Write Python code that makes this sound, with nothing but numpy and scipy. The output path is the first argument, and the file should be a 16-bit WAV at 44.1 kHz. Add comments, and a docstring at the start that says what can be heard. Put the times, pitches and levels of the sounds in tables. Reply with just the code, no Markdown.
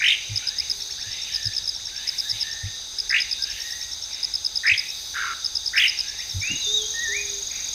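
"""A thrush gives four fast-warbled churrs and a low rasp, then three slurred whistles: gliding sines with weak
overtones, frequency-modulated in the churrs, pulsed and hoarse in the rasp. Two insects chirp in doubled wing
strokes and a third starts ticking: short tones sagging in pitch. Distant birds, a faint high insect and a dove
are glides smeared by the forest; low bumps are brief swelling tones. Behind them a cicada chorus, a treble hiss
and the forest air are bands of shaped noise."""
import sys
import numpy as np
from scipy import signal
from scipy.fft import rfft, irfft, next_fast_len
from scipy.io import wavfile
from scipy.ndimage import uniform_filter1d, map_coordinates

SR = 44100
rng = np.random.default_rng(int(sys.argv[2]) if len(sys.argv) > 2 else 0)


def wav_record(signal):
    """Record a signal, one row per channel, as 16-bit PCM in the file named by sys.argv[1]."""
    frames = np.transpose(np.atleast_2d(signal))
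    bounded = np.clip(frames, -1, 1)
    # unit amplitude maps onto the largest positive 16-bit level
    quanta = np.round(bounded * 32767).astype(np.int16)
    wavfile.write(sys.argv[1], SR, quanta)


N = 341334

# warble of each churr: (time of one pitch crest [s], rate [1/s], airy noise against the tone [dB])
WARBLE = [(.0655, 49, -32), (3.146, 50, -38), (4.699, 50, -42), (5.801, 50, -25)]
# one path per churr: (time [s], centre pitch [Hz], warble swing [Hz], level [dB])
CHURRS = [
    [(0, 1820, 396, -28), (.026, 1980, 450, -21.5), (.046, 2290, 580, -17), (.086, 2674, 835, -17.5),
     (.108, 2807, 720, -17), (.132, 2607, 454, -18.5), (.154, 2320, 450, -31)],
    [(3.099, 1755, 240, -30), (3.125, 1800, 260, -22.5), (3.146, 2060, 380, -17), (3.167, 2240, 480, -17.5),
     (3.188, 2620, 894, -25), (3.204, 2380, 600, -21)],
    [(4.633, 1660, 220, -32), (4.658, 1780, 233, -21), (4.68, 2035, 286, -17), (4.72, 2330, 330, -14.5),
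     (4.731, 2697, 600, -28), (4.746, 2700, 700, -21), (4.754, 2420, 500, -19)],
    [(5.728, 1650, 250, -32), (5.758, 1833, 380, -25), (5.78, 2123, 570, -16), (5.802, 2456, 720, -17.5),
     (5.824, 2520, 700, -18), (5.86, 2400, 450, -16.5), (5.876, 2440, 500, -25)],
]
# path of the rasp: (time [s], pitch [Hz], level [dB])
RASP = [(5.136, 1690, -42), (5.153, 1594, -34), (5.16, 1523, -29), (5.19, 1506, -28), (5.205, 1548, -29),
        (5.22, 1483, -27), (5.28, 1422, -29), (5.325, 1386, -32), (5.34, 1410, -37)]
# throat colour on the hoarse part of the rasp: (frequency [Hz], relative density [dB per Hz])
THROAT = [(900, -32), (1300, -4), (1750, 0), (2150, 1), (2500, -8), (2900, -4), (3300, -14), (5000, -35)]
# one path per whistle: (time [s], pitch [Hz], level [dB])
WHISTLES = [
    [(6.413, 2200, -36), (6.435, 2340, -28), (6.47, 2605, -30.5), (6.52, 2833, -27.5), (6.55, 2890, -38),
     (6.59, 2910, -44)],
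    [(6.598, 4060, -38), (6.62, 3933, -29.5), (6.645, 3650, -30), (6.688, 3550, -27.5), (6.72, 3720, -24.5),
     (6.765, 3802, -18), (6.8, 3450, -30.5), (6.84, 3140, -39), (6.87, 3330, -36)],
    [(6.938, 1843, -39.5), (6.99, 1843, -31), (7.035, 1925, -28), (7.07, 1790, -29), (7.1, 1788, -31),
     (7.13, 1956, -29.5), (7.16, 2340, -27.5), (7.2, 2504, -32.5), (7.245, 2424, -48)],
]
GROUND_DELAY_S, GROUND_DB = .0075, -15  # echo of the churrs off the ground

# bouts of the near insect: (time [s], chirps [count], first period [s], level before near_db [dB])
NEAR_BOUTS = [(.358, 4, .1126, -19.5), (1.3435, 4, .1101, -20), (2.074, 4, .1111, -20),
              (2.985, 5, .1083, -20), (4.2295, 6, .1083, -19.5), (5.4445, 6, .1076, -20)]
# bouts of the higher, farther insect: (time [s], chirps [count], first period [s], level before far_db [dB])
FAR_BOUTS = [(.067, 1, .103, -27.5), (.805, 17, .1023, -27), (3.498, 7, .1037, -27), (4.887, 1, .103, -27),
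             (5.554, 9, .1041, -27)]
TIRING_S = .00058  # each chirp period in a bout is this much longer than the one before
STROKE_GAP_S = .0143  # between the starts of the two wing strokes of a chirp

# upward flicks of a distant bird: (time [s], length [s], level before flick_gain_db [dB])
FLICKS = [(.7, .02, -48), (.796, .026, -50), (.889, .03, -47.5), (.977, .052, -45.5), (1.788, .026, -51),
          (1.871, .032, -49), (2.116, .06, -47.5), (2.976, .025, -49), (3.055, .03, -51)]
FLICK_FROM_HZ, FLICK_TO_HZ, FLICK_BEND = 1520, 3050, 1.6  # a flick steepens as it climbs
# downward slides just before three held notes: (time [s], level before flick_gain_db [dB])
SLIDES = [(1.268, -45), (2.4, -47), (3.548, -47)]
SLIDE_FROM_HZ, SLIDE_TO_HZ, SLIDE_S = 3200, 1800, .033
# held notes, each ending in a flick; levels before the gains of distant_singers: # (time [s], length [s], first
# pitch [Hz], last pitch [Hz], level [dB], closing flick level [dB])
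HELD_NOTES = [(.417, .175, 1450, 2020, -49.5, -42), (1.03, .19, 1650, 2400, -48.5, -52),
              (1.299, .207, 1790, 1780, -46, -46), (1.912, .145, 1540, 1870, -49.5, -43.5),
              (2.219, .15, 1570, 2350, -49, -49), (2.43, .21, 1795, 1840, -43, -45.5),
              (3.385, .12, 1560, 1720, -48, -55), (3.578, .22, 1850, 1900, -44.5, -48),
              (6.031, .158, 1590, 1900, -51.5, -40)]
CLOSING_FLICK_S = .04
# plain, slightly rising notes, the first a faint high insect, the rest of a distant bird: (time [s], length
# [s], middle pitch [Hz], level before held_db [dB])
PIPS = [(.782, .25, 4375, -47.5), (1.164, .095, 3670, -38.5), (2.23, .06, 3690, -39),
        (3.359, .05, 3690, -37.5)]
PIP_RISE_HZ = 70
# harsh buzzes: (time [s], length [s], middle pitch [Hz], level before buzz_db [dB])
BUZZES = [(.28, .2, 2600, -44), (1.05, .18, 2750, -47), (1.24, .13, 2800, -43), (1.94, .17, 2700, -47),
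          (2.32, .12, 2950, -44), (3.44, .16, 2650, -42), (4.07, .2, 2350, -49.5), (6.03, .14, 2250, -49),
          (6.41, .12, 2180, -41.5), (7.49, .14, 2150, -43.5)]
BUZZ_RISE_HZ, BUZZ_SWING = 250, .155  # climb, and random pitch shake as a share of the pitch

# coos of the dove, pitches apart from the opening scoop:
# (time [s], length [s], first pitch [Hz], last pitch [Hz], first level [dB], last level [dB])
COOS = [(.68, .27, 410, 404, -59, -63), (2.92, .27, 412, 400, -62, -64), (5.16, .21, 406, 402, -62, -61.5),
        (6.655, .22, 423, 430, -43, -40.5), (7.075, .36, 415, 398, -43.5, -47)]
COO_ATTACK_S, COO_SCOOP_HZ = .025, 20  # each coo slides up into its pitch
# low bumps: (time [s], time scale of the swell [s], pitch [Hz], level [dB], roughness [0-1])
BUMPS = [(0.284, 0.08, 103.5, -30.5, 0.1), (1.059, 0.054, 104, -44.5, .3), (1.446, 0.049, 103, -31, 0.1),
         (1.608, .04, 85, -47, 0.6), (2.32, 0.056, 104, -41, 0.26), (2.624, 0.062, 102, -28.5, 0.18),
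         (4.705, 0.045, 99, -38.5, 0.05), (6.331, 0.078, 100.2, -27, 0.2), (6.487, 0.075, 209, -35.5, 0.62)]

# cicada chorus, levels before the group gains:
# (time [s], low group level [dB], middle group level [dB], high group level [dB])
CHORUS = [(0.0, -37, -42, -40), (0.67, -40, -41, -39), (1.4, -38, -40, -40), (1.79, -40, -41, -41),
          (2.41, -37, -41, -40), (2.89, -41, -42, -41), (3.32, -38, -40, -40), (4.01, -41, -42, -40),
          (4.76, -39, -41, -41), (6.38, -40, -40, -39), (6.68, -36, -40, -34), (7.41, -39, -40, -36),
          (7.74, -38, -39, -36)]
# spectrum of each cicada group: (frequency [Hz], relative density [dB per Hz])
LOW_BAND = [(2900, -31), (3300, -12.5), (3550, -1), (3780, 3), (3950, -0.5), (4120, -9), (4500, -47)]
MIDDLE_BAND = [(3800, -43), (4200, -10), (4600, -2), (4850, 1.5), (5150, -2.5), (5500, -11.5), (5900, -35)]
HIGH_BAND = [(5200, -27), (5650, -9.5), (5950, -3), (6280, 1), (6450, -5), (6620, -2.5), (6800, -23),
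             (7300, -34)]
# spectrum of the thin treble hiss: (frequency [Hz], relative density [dB per Hz])
HISS = [(6000, -40), (6900, 2), (9500, -0.5), (11000, -1.5), (13300, 2), (15500, -3.5)]
# steady part of the hiss: (time [s], level before hiss_gain_db [dB])
HISS_BED = [(0, -61), (1.8, -63), (4.4, -60), (6.2, -59), (6.5, -56), (7.1, -54), (7.74, -55.5)]
# Gaussian swells of the hiss: (time of the peak [s], standard deviation [s], level before hiss_gain_db [dB])
SWELLS = [(.78, .1, -53), (1.36, .1, -56), (2.25, .16, -51), (3.68, .16, -51), (5.0, .17, -51),
          (6.32, .1, -53)]

# spectrum of the forest air: (frequency [Hz], relative density [dB per Hz])
AIR = [(20, -8), (55, 3), (110, -6), (200, -15), (450, -13), (720, -13), (850, -6.8), (1080, -20.5),
       (1400, -12.5), (2000, -14.5), (3000, -12.6), (7500, -18.5), (8500, -12.5), (9100, -21.5),
       (10200, -21.5), (11000, -46)]
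# low rumble of the air: (time [s], level [dB])
RUMBLE = [(0, -66), (1.3, -57), (2.4, -58), (3, -66), (6.3, -67), (6.5, -53.5), (7.74, -56)]
# spectrum of the rumble: (frequency [Hz], relative density [dB per Hz])
RUMBLE_BAND = [(20, -7), (70, 1.5), (130, -10), (250, -13), (500, -17), (1200, -48)]
# left-right coherence of the noise bands: (frequency [Hz], likeness [0-1])
ALIKE = [(60, 1), (250, 0.66), (700, 0.32), (1500, 1), (4000, 1), (7000, 1), (10000, 0.99), (14000, 0.91)]
# reverberation of the trees: (frequency [Hz], decay time t60 [s])
TREES = [(150, 0.72), (1500, 0.52), (2800, 0.66), (6000, 0.36), (12000, 0.19)]
TOP_HZ = 15600  # band limit of the output


def churrs(flutter=.047, trough_db=4.0, peak_share=0.11, rough=0.27):
    """Frequency modulation: the whistle swings some fifty times a second, weakest at each pitch trough."""
    out = np.zeros(N)
    for (crest, rate, airy_db), rows in zip(WARBLE, CHURRS):
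        t = span(rows)
        centre, swing, db = curves(rows, t)
        turn = 2 * np.pi * rate * (t - crest)
        warble = np.cos(turn)
        # the second harmonic makes pointed crests and round troughs
        shape = warble + peak_share * np.cos(2 * turn)
        hz = (centre + swing * shape) * (1 + flutter * wobble(900, len(t)))
        effort = amp(db + trough_db * (warble - warble ** 2)) * (1 + rough * wobble(1300, len(t)))
        airy = amp(airy_db) * rng.standard_normal(len(t))
        call = effort * (tone(hz, second_db=-25, third_db=-31, fade=.003) + airy)
        add(out, t[0], call)
        add(out, t[0] + GROUND_DELAY_S, amp(GROUND_DB) * call)
    return forest(beak(out, edge_hz=1290), branches_db=-5.5, trees_db=-15.8, branches_t60=0.099)


def rasp(pulse_rate=125, scatter=0.28, flutter_hz=130, hoarse_db=-8):
    """Amplitude modulation: uneven pulses gate a low note and its hoarse noise together."""
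    out, t = np.zeros(N), span(RASP)
    hz, db = curves(RASP, t)
    rate = pulse_rate * (1 + scatter * wobble(116.2, len(t)))
    pulse = np.cos(2 * np.pi * np.cumsum(rate) / SR)
    gate = unit(1 + .65 * pulse)
    voice = tone(hz + flutter_hz * wobble(800, len(t)), second_db=-25, third_db=-32, fade=0.0035)
    hoarse = amp(hoarse_db) * rush(THROAT, patchy_db=1.0)[0, :len(t)]
    add(out, t[0], amp(db) * gate * (voice + hoarse))
    return forest(beak(out, edge_hz=1180), branches_db=-7.5, trees_db=-15, branches_t60=0.025)


def beak(x, edge_hz):
    """High-pass radiation: the open beak radiates almost nothing well below its edge."""
    return signal.sosfilt(signal.butter(6, edge_hz, "highpass", fs=SR, output="sos"), x)


def whistles(waver=0.005):
    """Nearly sinusoidal oscillation: slurred notes with very weak overtones."""
    out = np.zeros(N)
    for rows in WHISTLES:
        t = span(rows)
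        hz, db = curves(rows, t)
        # averaging over 800 samples rounds the corners of the pitch path
        hz = uniform_filter1d(hz, size=800) * (1 + waver * wobble(154, len(t)))
        add(out, t[0], amp(db) * tone(hz, second_db=-29, third_db=-44, fade=0.0024))
    return forest(out, branches_db=-8.5, trees_db=-12.5, branches_t60=0.13)


def chirpers(first_db=-1.4, near_db=1, far_db=1):
    """Paired pulses: each chirp of two insects is a weaker wing stroke followed by a stronger one."""
    near, far = np.zeros(N), np.zeros(N)
    for s, db in chirp_times(NEAR_BOUTS):
        first = stroke(start_hz=5320, end_hz=4840, length=0.0085, fade=0.0017, second_db=-26.5)
        second = stroke(start_hz=5355, end_hz=4787, length=0.0091, fade=0.0021, second_db=-29)
        add(near, s, amp(db + near_db + first_db) * first)
        add(near, s + STROKE_GAP_S, amp(db + near_db) * second)
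    for s, db in chirp_times(FAR_BOUTS):
        for start, drop_db in ((s, first_db), (s + STROKE_GAP_S, 0)):
            sound = stroke(start_hz=5580, end_hz=5280, length=0.0084, fade=0.0026,
                           second_db=-39, third_db=-50, burst_db=-40)
            add(far, start, amp(db + far_db + drop_db) * sound)
    return forest(near + far, branches_db=-13, trees_db=-32, branches_t60=.025)


def stroke(start_hz, end_hz, length, fade, second_db, third_db=-42, burst_db=-24, burst_s=.003):
    """Tone with a noise onset: a brief decaying burst of noise opens a short tone that sags in pitch."""
    size = int(length * SR)
    sag = np.linspace(start_hz, end_hz, size)
    hz = sag + 25 * rng.standard_normal() + 30 * wobble(1000, size)
    decay = np.exp(-np.arange(size) / (burst_s * SR))
    noise_burst = amp(burst_db) * rng.standard_normal(size) * decay
    return (tone(hz, second_db, third_db, fade) + noise_burst) * amp(0.63 * wobble(730, size))


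def chirp_times(bouts):
    """Slowing rhythm: (time [s], level [dB]) of every chirp, the period growing evenly in a bout."""
    return [(s + k * period + TIRING_S * k * (k - 1) / 2, db)
            for s, count, period, db in bouts
            for k in range(round(count))]


def ticker(level_db=-27, start_hz=6640, sag_hz=560, length=0.016):
    """Periodic pulse train: a third insect's high strokes, each sagging as the wing stops."""
    out, u = np.zeros(N), np.linspace(0, 1, int(length * SR))
    for s in np.arange(6.4235, N / SR, .04342):  # start and period in seconds
        hz = start_hz - sag_hz * u ** 4 + 30 * wobble(840, len(u))
        level = amp(level_db + rng.normal(0, 0.59))
        add(out, s, level * tone(hz, second_db=-33, third_db=-60, fade=0.007))
    return out


def distant_singers(flick_gain_db=-1.3, held_db=-0.4, buzz_db=-2.1, flick_swing=.016, held_swing=.032, pip_swing=.012):
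    """Multiple scattering: flicks, slides, held notes, pips and buzzes of distant birds, and a faint high
    insect note, arrive blurred by the trees."""
    quick, held, harsh = np.zeros((3, N))
    for s, length, db in FLICKS:
        hz = glide(FLICK_FROM_HZ, FLICK_TO_HZ, length, FLICK_BEND)
        add(quick, s, far_note(hz, db, flick_swing, fade=.003))
    for s, db in SLIDES:
        hz = glide(SLIDE_FROM_HZ, SLIDE_TO_HZ, SLIDE_S)
        add(quick, s, far_note(hz, db, flick_swing, fade=.004))
    for s, length, first, last, db, flick_db in HELD_NOTES:
        hz = glide(first, last, length, bend=1.2)
        flick_hz = glide(last, FLICK_TO_HZ, CLOSING_FLICK_S, FLICK_BEND)
        add(held, s, far_note(hz, db, held_swing, fade=.008))
        add(quick, s + length, far_note(flick_hz, flick_db, flick_swing, fade=.004))
    for s, length, middle, db in PIPS:
        hz = middle + PIP_RISE_HZ * glide(-.5, .5, length)
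        add(held, s, far_note(hz, db, pip_swing, fade=.015))
    for s, length, middle, db in BUZZES:
        hz = middle + BUZZ_RISE_HZ * glide(-.5, .5, length)
        add(harsh, s, far_note(hz, db, BUZZ_SWING, fade=.02))
    return (amp(flick_gain_db) * forest(quick, branches_db=-7, trees_db=-6, branches_t60=.1)
            + amp(held_db) * forest(held, branches_db=-6, trees_db=-5, branches_t60=.1)
            + amp(buzz_db) * forest(harsh, branches_db=-4.5, trees_db=-3, branches_t60=.1))


def far_note(hz, db, swing, fade, grain_db=2):
    """Random modulation: one distant note, unsteady in pitch and level."""
    shaken = hz * (1 + swing * wobble(600, len(hz)))
    level = amp(db + grain_db * wobble(120, len(hz)))
    return level * tone(shaken, second_db=-25, third_db=-50, fade=fade)


def dove():
    """Nearly pure tone: soft coos that relax exponentially up into their pitch."""
    out = np.zeros(N)
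    for s, length, first, last, first_db, last_db in COOS:
        hz = glide(first, last, length)
        hz = hz - COO_SCOOP_HZ * np.exp(-np.arange(len(hz)) / (COO_ATTACK_S * SR))
        coo = tone(hz, second_db=-34, third_db=-42, fade=COO_ATTACK_S)
        add(out, s, amp(glide(first_db, last_db, length)) * coo)
    return forest(out, branches_db=-22, trees_db=-15, branches_t60=.08)


def bumps(waver=.06, thud_hz=48, thud_db=-13):
    """Transient oscillation: a few low cycles with rattle and a deeper thud swell and die away."""
    out = np.zeros(N)
    for s, length, hz, db, rough in BUMPS:
        u = np.arange(int(2 * length * SR)) / (length * SR)
        swell = u ** 2 * np.exp(-(u / 0.38) ** 1.46)
        ring = tone(hz * (1 + waver * wobble(137, len(u))), second_db=-29, third_db=-30, fade=.003)
        rattle = 1 - rough + rough * wobble(1.5 * hz, len(u))
        thud = amp(thud_db) * unit(np.sin(2 * np.pi * thud_hz * length * u))
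        add(out, s, amp(db) * swell / swell.max() * (ring * unit(rattle) + thud))
    return out


def cicadas(low_gain_db=0.8, middle_gain_db=1.4, high_gain_db=1.2, hiss_gain_db=2.4, shimmer_db=0.73):
    """Incoherent summation: many cicadas merge into three noise bands under a swelling hiss."""
    t = np.arange(N) / SR
    low, middle, high = curves(CHORUS, t)
    groups = ((low + low_gain_db, LOW_BAND),
              (middle + middle_gain_db, MIDDLE_BAND),
              (high + high_gain_db, HIGH_BAND))
    drone = sum(amp(db + shimmer_db * wobble(60, N)) * rush(band, patchy_db=1) for db, band in groups)
    bed_db, = curves(HISS_BED, t)
    swells = sum(amp(db) * np.exp(-((t - s) / width) ** 2 / 2) for s, width, db in SWELLS)
    hiss_level = amp(hiss_gain_db) * np.hypot(amp(bed_db), swells)  # powers add
    return drone + hiss_level * rush(HISS, patchy_db=1.3)


def air(air_db=-47.6):
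    """Broadband noise: the faint wash of the forest over a low rumble."""
    rumble_db, = curves(RUMBLE, np.arange(N) / SR)
    return amp(air_db) * rush(AIR, patchy_db=1.25) + amp(rumble_db) * rush(RUMBLE_BAND, patchy_db=1)


def forest(x, branches_db, trees_db, branches_t60):
    """Reverberation: nearby branches scatter a quick smear, the trees behind return a long tail."""
    hz, t, z = signal.stft(rng.standard_normal(SR), SR, nperseg=256)
    decay = amp(-60 * t / along(TREES, hz)[:, None])
    tail = signal.istft(z * decay, SR, nperseg=256)[1][:SR]
    t = np.arange(SR) / SR
    tail = tail * (1 - np.exp(-t / 0.016))  # the tail builds up gradually
    smear = rng.standard_normal(SR) * amp(-60 * t / branches_t60) * (t > .003)
    echo = amp(branches_db) * smear / np.linalg.norm(smear) + amp(trees_db) * tail / np.linalg.norm(tail)
    return x + signal.fftconvolve(x, echo)[:N]


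def rush(spectrum, patchy_db):
    """Partial coherence: stereo noise of rms 1, shaped in frequency, with patches of random gain."""
    z = signal.stft(rng.standard_normal((2, N)), nperseg=512)[2]
    field = uniform_filter1d(rng.standard_normal(z.shape[1:]), size=5, axis=0)  # across frequency
    field = uniform_filter1d(field, size=10, axis=1)  # along time
    pair = signal.istft(z * amp(patchy_db * unit(field)), nperseg=512)[1][:, :N]

    def mid_side(hz):
        """Coherence as an angle: the cosine of twice the turn is the left-right likeness."""
        turn = np.arccos(np.clip(along(ALIKE, hz), 0, 1)) / 2
        return amp(along(spectrum, hz)) * [np.cos(turn), np.sin(turn)]

    mid, side = filtered(pair, mid_side)
    return unit(np.array([mid + side, mid - side]))


def tone(hz, second_db, third_db, fade):
    """Harmonic series: a gliding sine of rms 1 before fading, with two overtones and faded ends."""
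    phase = 2 * np.pi * np.cumsum(hz) / SR
    wave = np.sin(phase) + amp(second_db) * np.sin(2 * phase) + amp(third_db) * np.sin(3 * phase)
    return np.sqrt(2) * wave * signal.windows.tukey(len(hz), min(1, 2 * fade * SR / len(hz)))


def glide(first, last, length, bend=1):
    """Power-law path between two values: a bend above 1 saves most of the change for the end."""
    return first + (last - first) * np.linspace(0, 1, int(length * SR)) ** bend


def wobble(rate, size):
    """Band-limited randomness: a smooth random curve with rate knots a second."""
    knots = rng.standard_normal(int(size * rate / SR) + 4)
    return map_coordinates(knots, [np.arange(size) * rate / SR])


def filtered(x, response):
    """Linear filtering: the spectrum of x times a response of frequency."""
    m = next_fast_len(N + SR // 2)
    return irfft(rfft(x, m) * response(np.fft.rfftfreq(m, 1 / SR)), m)[..., :N]


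def amp(db):
    """Level law: decibels to amplitude gain."""
    return 10 ** (np.asarray(db) / 20)


def unit(x):
    """Normalization: scale to rms 1."""
    return x / np.sqrt(np.mean(x ** 2) + 1e-20)


def along(points, hz):
    """Logarithmic frequency scale: (frequency [Hz], value) points interpolated at hz."""
    f, v = np.transpose(points)
    return np.interp(np.log(hz + 1), np.log(f + 1), v)


def curves(rows, t):
    """Linear interpolation: each column after the time, read at times t."""
    s, *cols = np.transpose(rows)
    return [np.interp(t, s, c) for c in cols]


def span(rows):
    """Sampling: sample times from the first row to the last."""
    return np.arange(rows[0][0], rows[-1][0], 1 / SR)


def add(track, s, sound):
    """Superposition: mix a sound into a track at time s."""
    i = max(round(s * SR), 0)
    track[i:i + len(sound)] += sound[:max(N - i, 0)]


def scene():
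    """Superposition: singers and bumps straight ahead, in the wider cicada chorus and forest air."""
    singers = churrs() + rasp() + whistles() + chirpers() + ticker() + distant_singers() + dove()
    return singers + bumps() + cicadas() + air()


def record(dry):
    """Band limitation: nothing at or above the band limit is kept."""
    return filtered(dry, lambda hz: hz < TOP_HZ)


dry = scene()
out = record(dry)
wav_record(out)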